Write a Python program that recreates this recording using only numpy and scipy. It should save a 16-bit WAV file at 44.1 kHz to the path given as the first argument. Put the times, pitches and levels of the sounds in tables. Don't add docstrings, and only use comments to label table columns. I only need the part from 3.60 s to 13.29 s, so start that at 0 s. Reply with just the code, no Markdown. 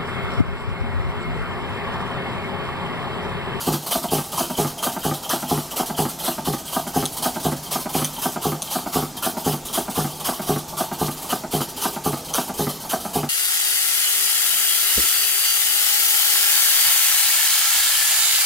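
import sys
import numpy as np
from scipy import signal
from scipy.fft import rfft, irfft, next_fast_len
from scipy.io import wavfile
from scipy.ndimage import uniform_filter1d

SR = 44100
rng = np.random.default_rng(int(sys.argv[2]) if len(sys.argv) > 2 else 0)


def master(y):
    cut = np.clip(np.atleast_2d(y).T, -1, 1)
    pcm = np.round(cut * 32767)
    wavfile.write(sys.argv[1], SR, pcm.astype(np.int16))


N = 427329
TOP_HZ = 15800

# start_s, level_db
CRANK_KNOCKS = [(0.071, -11), (0.517, -12), (0.982, -13), (1.447, -11), (1.91, -12), (2.385, -12),
                (2.868, -13), (3.357, -11.5), (3.849, -11.5), (4.346, -13), (4.85, -12.5), (5.353, -12.5),
                (5.86, -12), (6.372, -11), (6.888, -11.5), (7.409, -13), (7.932, -13), (8.457, -12),
                (8.99, -13.5), (9.553, -13.5)]
PISTON_KNOCKS = [(0.35, -17.5), (0.802, -18.5), (1.265, -16.5), (1.729, -16.5), (2.195, -15.5),
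                 (2.678, -18), (3.162, -15.5), (3.655, -15.5), (4.153, -17), (4.654, -16.5), (5.153, -15.5),
                 (5.66, -16), (6.173, -16), (6.685, -16.5), (7.204, -16), (7.724, -15.5), (8.252, -16.5),
                 (8.779, -15), (9.331, -15)]
# pitch_hz, width_hz
BASE_MODES = [(66, 35), (150, 13), (188, 28), (253, 24), (345, 26), (410, 26), (530, 30), (645, 50),
              (720, 60), (782, 60), (870, 55), (925, 55), (1168, 75), (1280, 85), (1556, 90), (2000, 500)]
MODE_COUPLING = [
    [-12.5, 1.5, -4.5, -1, -2.5, 1.5, -13.5, -7.5, -3, -1, -8.5, -23, -10, -32.5, -18, -45],
    [-21, 1, -8.5, 1, -5.5, -10, -12, -14, -21, -10, -12, -22, -9.5, -11, -18, -22.5],
    [-43, -3.5, 3, -4, -28, -41.5, -14, -1, -18, -1, 3, 2.5, -6.5, -13, -30.5, -80],
    [-39, 0, -7, -0.5, -2.5, -7, -14.5, -1, 1, -4.5, -6.5, -3.5, -7, -9.5, -9.5, -26],
    [-34, -3, -6, 2.5, -2, -21, -43, -4, -3, -6, -2.5, -3, -18, -11.5, -16, -27],
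]
# delay_s, level_db
REBOUNDS = [
    [(.001, -2), (.005, -10.5), (.012, -1), (.031, -6.5), (.046, -12.5)],
    [(0, 0), (.009, -1.5), (.03, -9)],
    [(0, -5), (.007, -9.5)],
    [(0, -3.5), (.004, -1.5), (.009, -4.5), (.033, -9.5)],
    [(0, -2), (.005, -2.5), (.010, -1)],
]
CONTACT_CUTOFFS = [1140, 1990, 3950, 1980, 3900]


def knocks(boom_db=-3):
    beam = each_turn(phase=.139, level_db=-16.5, spread_db=.27)
    valve = each_turn(phase=.46, level_db=-31, spread_db=4)
    link = each_turn(phase=.818, level_db=-20.5, spread_db=.46)
    joints = [CRANK_KNOCKS, beam, valve, PISTON_KNOCKS, link]
    out = np.zeros(N)
    for strikes, rebounds, coupling, cutoff_hz in zip(joints, REBOUNDS, MODE_COUPLING, CONTACT_CUTOFFS):
        ring = resonances([(*mode, db) for mode, db in zip(BASE_MODES, coupling)])
        force = joint_force(strikes, rebounds)
        out += filtered(force, lambda hz: ring(hz) / (1 + 1j * hz / cutoff_hz) ** 2)
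    return out + filtered(out, resonances([(*BASE_MODES[1], boom_db)]))


def joint_force(strikes, rebounds, gain_db=44, scatter_db=.84, chatter_db=-28, grind_db=-26):
    blows, envelope = np.zeros((2, N + SR))
    t = np.arange(SR // 8) / SR
    for start_s, db in strikes:
        envelope[round(start_s * SR):][:len(t)] += amp(db + gain_db + chatter_db) * np.exp(-t / .022)
        for delay_s, rebound_db in rebounds:
            blow_db = db + gain_db + rebound_db + scatter_db * rng.standard_normal()
            blows[round((start_s + delay_s) * SR)] += amp(blow_db)
    chatter = filtered(envelope[:N] * rng.standard_normal(N), lambda hz: highpass(hz, 400) ** 2)
    return blows[:N] + chatter + amp(grind_db) * patchy_noise(depth_db=3.5)


def each_turn(phase, level_db, spread_db, piston_phase=.607):
    crank_s, piston_s = np.array(CRANK_KNOCKS)[:, 0], np.array(PISTON_KNOCKS)[:, 0]
    turns = np.arange(len(crank_s))
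    known_turns = np.sort(np.r_[turns, np.arange(len(piston_s)) + piston_phase, len(turns)])
    known_s = np.sort(np.r_[crank_s, piston_s, 2 * crank_s[-1] - crank_s[-2]])
    starts = np.interp(turns + phase, known_turns, known_s)
    return [(s, level_db + spread_db * rng.standard_normal()) for s in starts if s < N / SR]


# start_s, level_db, fade_s
CHUFFS = [(0.066, -11.5, 0.04), (0.31, -10, 0.067), (0.5142, -11.5, 0.081), (0.778, -12.5, 0.067),
          (0.974, -11.5, 0.07), (1.2286, -10.5, 0.058), (1.4361, -13, 0.07), (1.695, -12.5, 0.077),
          (1.885, -15, 0.12), (2.164, -11.5, 0.053), (2.3725, -13, 0.08), (2.6394, -14, 0.089),
          (2.854, -12.5, 0.053), (3.126, -15.5, 0.078), (3.3403, -16.5, 0.12), (3.625, -11.5, 0.067),
          (3.8357, -12.5, 0.055), (4.1136, -12, 0.061), (4.3375, -13, 0.11), (4.6199, -12.5, 0.067),
          (4.821, -15, 0.094), (5.1074, -15, 0.089), (5.329, -12.5, 0.088), (5.627, -12, 0.067),
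          (5.8491, -13, 0.08), (6.1325, -12.5, 0.081), (6.3494, -15.5, 0.13), (6.648, -11.5, 0.062),
          (6.8728, -14.5, 0.082), (7.172, -15.5, 0.079), (7.389, -16, 0.082), (7.695, -15, 0.072),
          (7.9174, -12.5, 0.075), (8.2174, -13.5, 0.077), (8.4457, -12.5, 0.054), (8.738, -12, 0.082),
          (8.9794, -15, 0.088), (9.296, -13.5, 0.064), (9.5387, -12.5, 0.062)]
# rise_s, lead_s
PORT_OPENINGS = [(0.021, 0.01), (.011, 0.0064)]
# start_s, level_db, fade_s
SPUTTERS = [(0.0054, -20.5, 0.13), (0.124, -15.5, 0.049), (0.2244, -26, 0.059), (0.2643, -17.5, 0.047),
            (0.4289, -20.5, 0.05), (0.6394, -25.5, 0.063), (0.7193, -21.5, 0.15), (0.898, -23.5, 0.061),
            (1.0694, -21, 0.05), (1.1807, -24, 0.042), (1.3194, -20.5, 0.052), (1.3894, -25, 0.057),
            (1.5384, -21, 0.05), (1.6282, -23, 0.058), (1.7994, -24, 0.082), (2.1106, -19.5, 0.031),
            (2.2588, -19.5, 0.059), (2.4902, -20.5, 0.052), (2.5894, -22, 0.14), (2.9262, -19, 0.04),
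            (2.9816, -23.5, 0.042), (3.055, -25, 0.14), (3.273, -22, 0.041), (3.5224, -25, 0.081),
            (3.5694, -16.5, 0.035), (3.7424, -23, 0.054), (3.7993, -21.5, 0.04), (3.9155, -21.5, 0.035),
            (3.9654, -23.5, 0.039), (4.0287, -24.5, 0.07), (4.1994, -21.5, 0.054), (4.2916, -22, 0.05),
            (4.442, -18.5, 0.029), (4.5311, -24.5, 0.069), (4.5885, -22.5, 0.05), (4.7194, -22.5, 0.045),
            (5.0215, -24, 0.12), (5.2694, -27, 0.064), (5.5687, -20, 0.029), (5.7728, -23, 0.094),
            (5.9194, -18, 0.034), (6.0526, -21, 0.064), (6.2991, -22, 0.068), (6.5494, -30, 0.067),
            (6.5994, -21.5, 0.037), (6.7294, -22.5, 0.072), (6.8154, -23.5, 0.087), (6.979, -21, 0.037),
            (7.0818, -24.5, 0.058), (7.3282, -23, 0.044), (7.4594, -20.5, 0.033), (7.5094, -25, 0.063),
            (7.5712, -25.5, 0.054), (7.6194, -23.5, 0.089), (8.0092, -16.5, 0.037), (8.0875, -22, 0.032),
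            (8.165, -22, 0.13), (8.3294, -24, 0.043), (8.519, -21.5, 0.05), (8.5694, -24.5, 0.055),
            (8.6477, -23, 0.039), (8.6894, -23, 0.043), (8.8774, -23, 0.031), (8.9401, -24.5, 0.05),
            (9.0894, -19.5, 0.05), (9.1494, -27, 0.04), (9.2015, -27, 0.11), (9.403, -21.5, 0.036),
            (9.4394, -25.5, 0.093), (9.639, -29, 0.032)]


def steam_flow(fade_shape=1.34, leak_db=-40, sputter_rise_s=.0043, sputter_lead_s=.0035):
    power, t = np.zeros(N + SR), np.arange(SR // 2) / SR
    puffs = [(*row, *PORT_OPENINGS[k % 2]) for k, row in enumerate(CHUFFS)]
    puffs += [(*row, sputter_rise_s, sputter_lead_s) for row in SPUTTERS]
    for start_s, db, fade_s, rise_s, lead_s in puffs:
        puff = amp(db) * (1 - np.exp(-t / rise_s)) * np.exp(-(t / fade_s) ** fade_shape)
        power[round((start_s - lead_s) * SR):][:len(t)] += puff ** 2
    return np.sqrt(power[:N] + amp(2 * leak_db))


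# frequency_hz, density_db
JET_SPECTRUM = [(1200, -48), (2500, -11), (3500, -2), (4900, -1), (5600, -2.5), (6200, -1.5), (7400, -4.5),
                (8250, 0.5), (9000, -3), (9860, 2.5), (11000, -1.5), (11900, 0.5), (13000, -1), (14200, 1),
                (16000, -9)]
# pitch_hz, width_hz, gain_db
CHEST_MODES = [(583, 277, -1.5), (943, 257, 3.5), (1248, 262, 1), (3100, 290, -3)]


def exhaust(flow, jet_db=-9, chest_db=-3, chest_exponent=1.556):
    hiss = patchy_noise(depth_db=2)
    jet = unit(filtered(hiss, lambda hz: amp(along(JET_SPECTRUM, hz)) * (hz < TOP_HZ)))
    chest = unit(filtered(patchy_noise(depth_db=4), resonances(CHEST_MODES)))
    return amp(jet_db) * flow * jet + amp(chest_db) * flow ** chest_exponent * chest


# start_s, level_db
DROPS = [(0.1408, -12), (0.5824, -13), (1.694, -8.5), (3.403, -23), (3.4553, 0), (4.446, -6), (5.0207, -5),
         (5.5692, -39), (8.739, -1)]
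# pitch_hz, width_hz, gain_db
PIPE_MODES = [(3300, 360, -9.5), (6100, 330, -6), (9600, 290, -3), (12700, 2200, -25)]


def water_pops(gain_db=9, decay_s=.00084, bounce_s=.0058, bounce_db=-2):
    bursts, t = np.zeros(N + SR), np.arange(SR // 100) / SR
    for start_s, db in DROPS:
        crackle = np.sign(rng.standard_normal(len(t)))
        bursts[round(start_s * SR):][:len(t)] += amp(db + gain_db) * np.exp(-t / decay_s) * crackle
    ring = filtered(bursts[:N], resonances(PIPE_MODES))
    return filtered(ring, lambda hz: 1 + amp(bounce_db) * np.exp(-2j * np.pi * hz * bounce_s))


# start_s, level_db
PORT_CHIRPS = [(0.486, -28.5), (0.722, -35), (0.951, -34), (1.183, -30.5), (1.411, -36), (1.644, -34),
               (1.871, -39), (2.111, -35), (2.35, -36), (2.596, -36), (3.079, -33.5), (3.579, -42),
               (4.065, -34), (4.564, -31), (5.074, -33), (5.574, -38), (6.082, -37), (8.163, -45),
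               (8.684, -31)]


def port_whistle(flow, pitch_hz=3150, width_hz=106, gain_db=-26, rise_s=.00088, decay_s=.016):
    chirps, t = np.zeros(N + SR), np.arange(SR // 2) / SR
    for start_s, db in PORT_CHIRPS:
        chirps[round(start_s * SR):][:len(t)] += amp(db) * (1 - np.exp(-t / rise_s)) * np.exp(-t / decay_s)
    tone = unit(filtered(patchy_noise(depth_db=1.5), resonances([(pitch_hz, width_hz, 0)])))
    return (amp(gain_db) * flow + chirps[:N]) * tone


# frequency_hz, density_db
MURMUR_SPECTRUM = [(15, -34), (25, -16.5), (97, -18), (166, -18.5), (476, -19), (775, -30), (1940, -31.5),
                   (3160, -30), (7000, -27), (14000, -44), (16000, -50)]


def murmur(gain_db):
    noise = filtered(patchy_noise(depth_db=2), lambda hz: amp(along(MURMUR_SPECTRUM, hz)))
    return amp(gain_db) * unit(noise)


# frequency_hz, t60_s
ROOM_DECAY = [(150, 0.16), (2000, 0.16), (12000, 0.05)]


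def room(x):
    out, step = np.zeros((2, N + SR)), SR // 4
    for start in range(0, N, step):
        hz, t, spectra = signal.stft(rng.standard_normal((2, SR // 3)), SR, nperseg=256)
        decay = amp(-60 * t / along(ROOM_DECAY, hz)[:, None])
        tails = signal.istft(spectra * decay, SR, nperseg=256)[1]
        answer = signal.fftconvolve(x[None, start:start + step], tails / np.linalg.norm(tails[0]), axes=1)
        out[:, start:start + answer.shape[1]] += answer
    return out[:, :N]


def amp(db):
    return 10 ** (np.asarray(db) / 20)


def unit(x):
    return x / np.sqrt(np.mean(x ** 2) + 1e-20)


def along(points, hz):
    known_hz, values = np.transpose(points)
    return np.interp(np.log(hz + 1), np.log(known_hz + 1), values)


def filtered(x, response):
    size = next_fast_len(N + SR // 2)
    return irfft(rfft(x, size) * response(np.fft.rfftfreq(size, 1 / SR)), size)[..., :N]


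def highpass(hz, cutoff_hz):
    return 1j * hz / (cutoff_hz + 1j * hz)


def resonances(modes):
    return lambda hz: sum((-1) ** k * amp(db) * 1j * hz * width / (pitch ** 2 - hz ** 2 + 1j * hz * width)
                          for k, (pitch, width, db) in enumerate(modes))


def patchy_noise(depth_db):
    spectra = signal.stft(rng.standard_normal(N), nperseg=256)[2]
    patches = uniform_filter1d(rng.standard_normal(spectra.shape), 3, axis=0)
    patches = uniform_filter1d(patches, 8, axis=1)
    return unit(signal.istft(spectra * amp(depth_db * unit(patches)), nperseg=256)[1][:N])


# frequency_hz, gain_db
SIDE_GAINS = [(60, -39), (150, -33), (380, -30.5), (950, -23), (2380, -25.5), (5980, -32.5), (15000, -24.5)]


def scene():
    flow = steam_flow()
    direct = knocks() + exhaust(flow) + port_whistle(flow) + water_pops()
    direct += murmur(gain_db=-41)
    mid_tail, side_tail = room(direct)
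    mid = direct + amp(-10) * filtered(mid_tail, lambda hz: highpass(hz, 500))
    width_noise = murmur(gain_db=-23.5)
    side = filtered(amp(3) * side_tail + width_noise, lambda hz: amp(along(SIDE_GAINS, hz)))
    return np.array([mid + side, mid - side]) * amp([[-.2], [.2]])


def record(dry):
    return filtered(dry, lambda hz: hz < TOP_HZ)


dry = scene()
out = record(dry)
master(out)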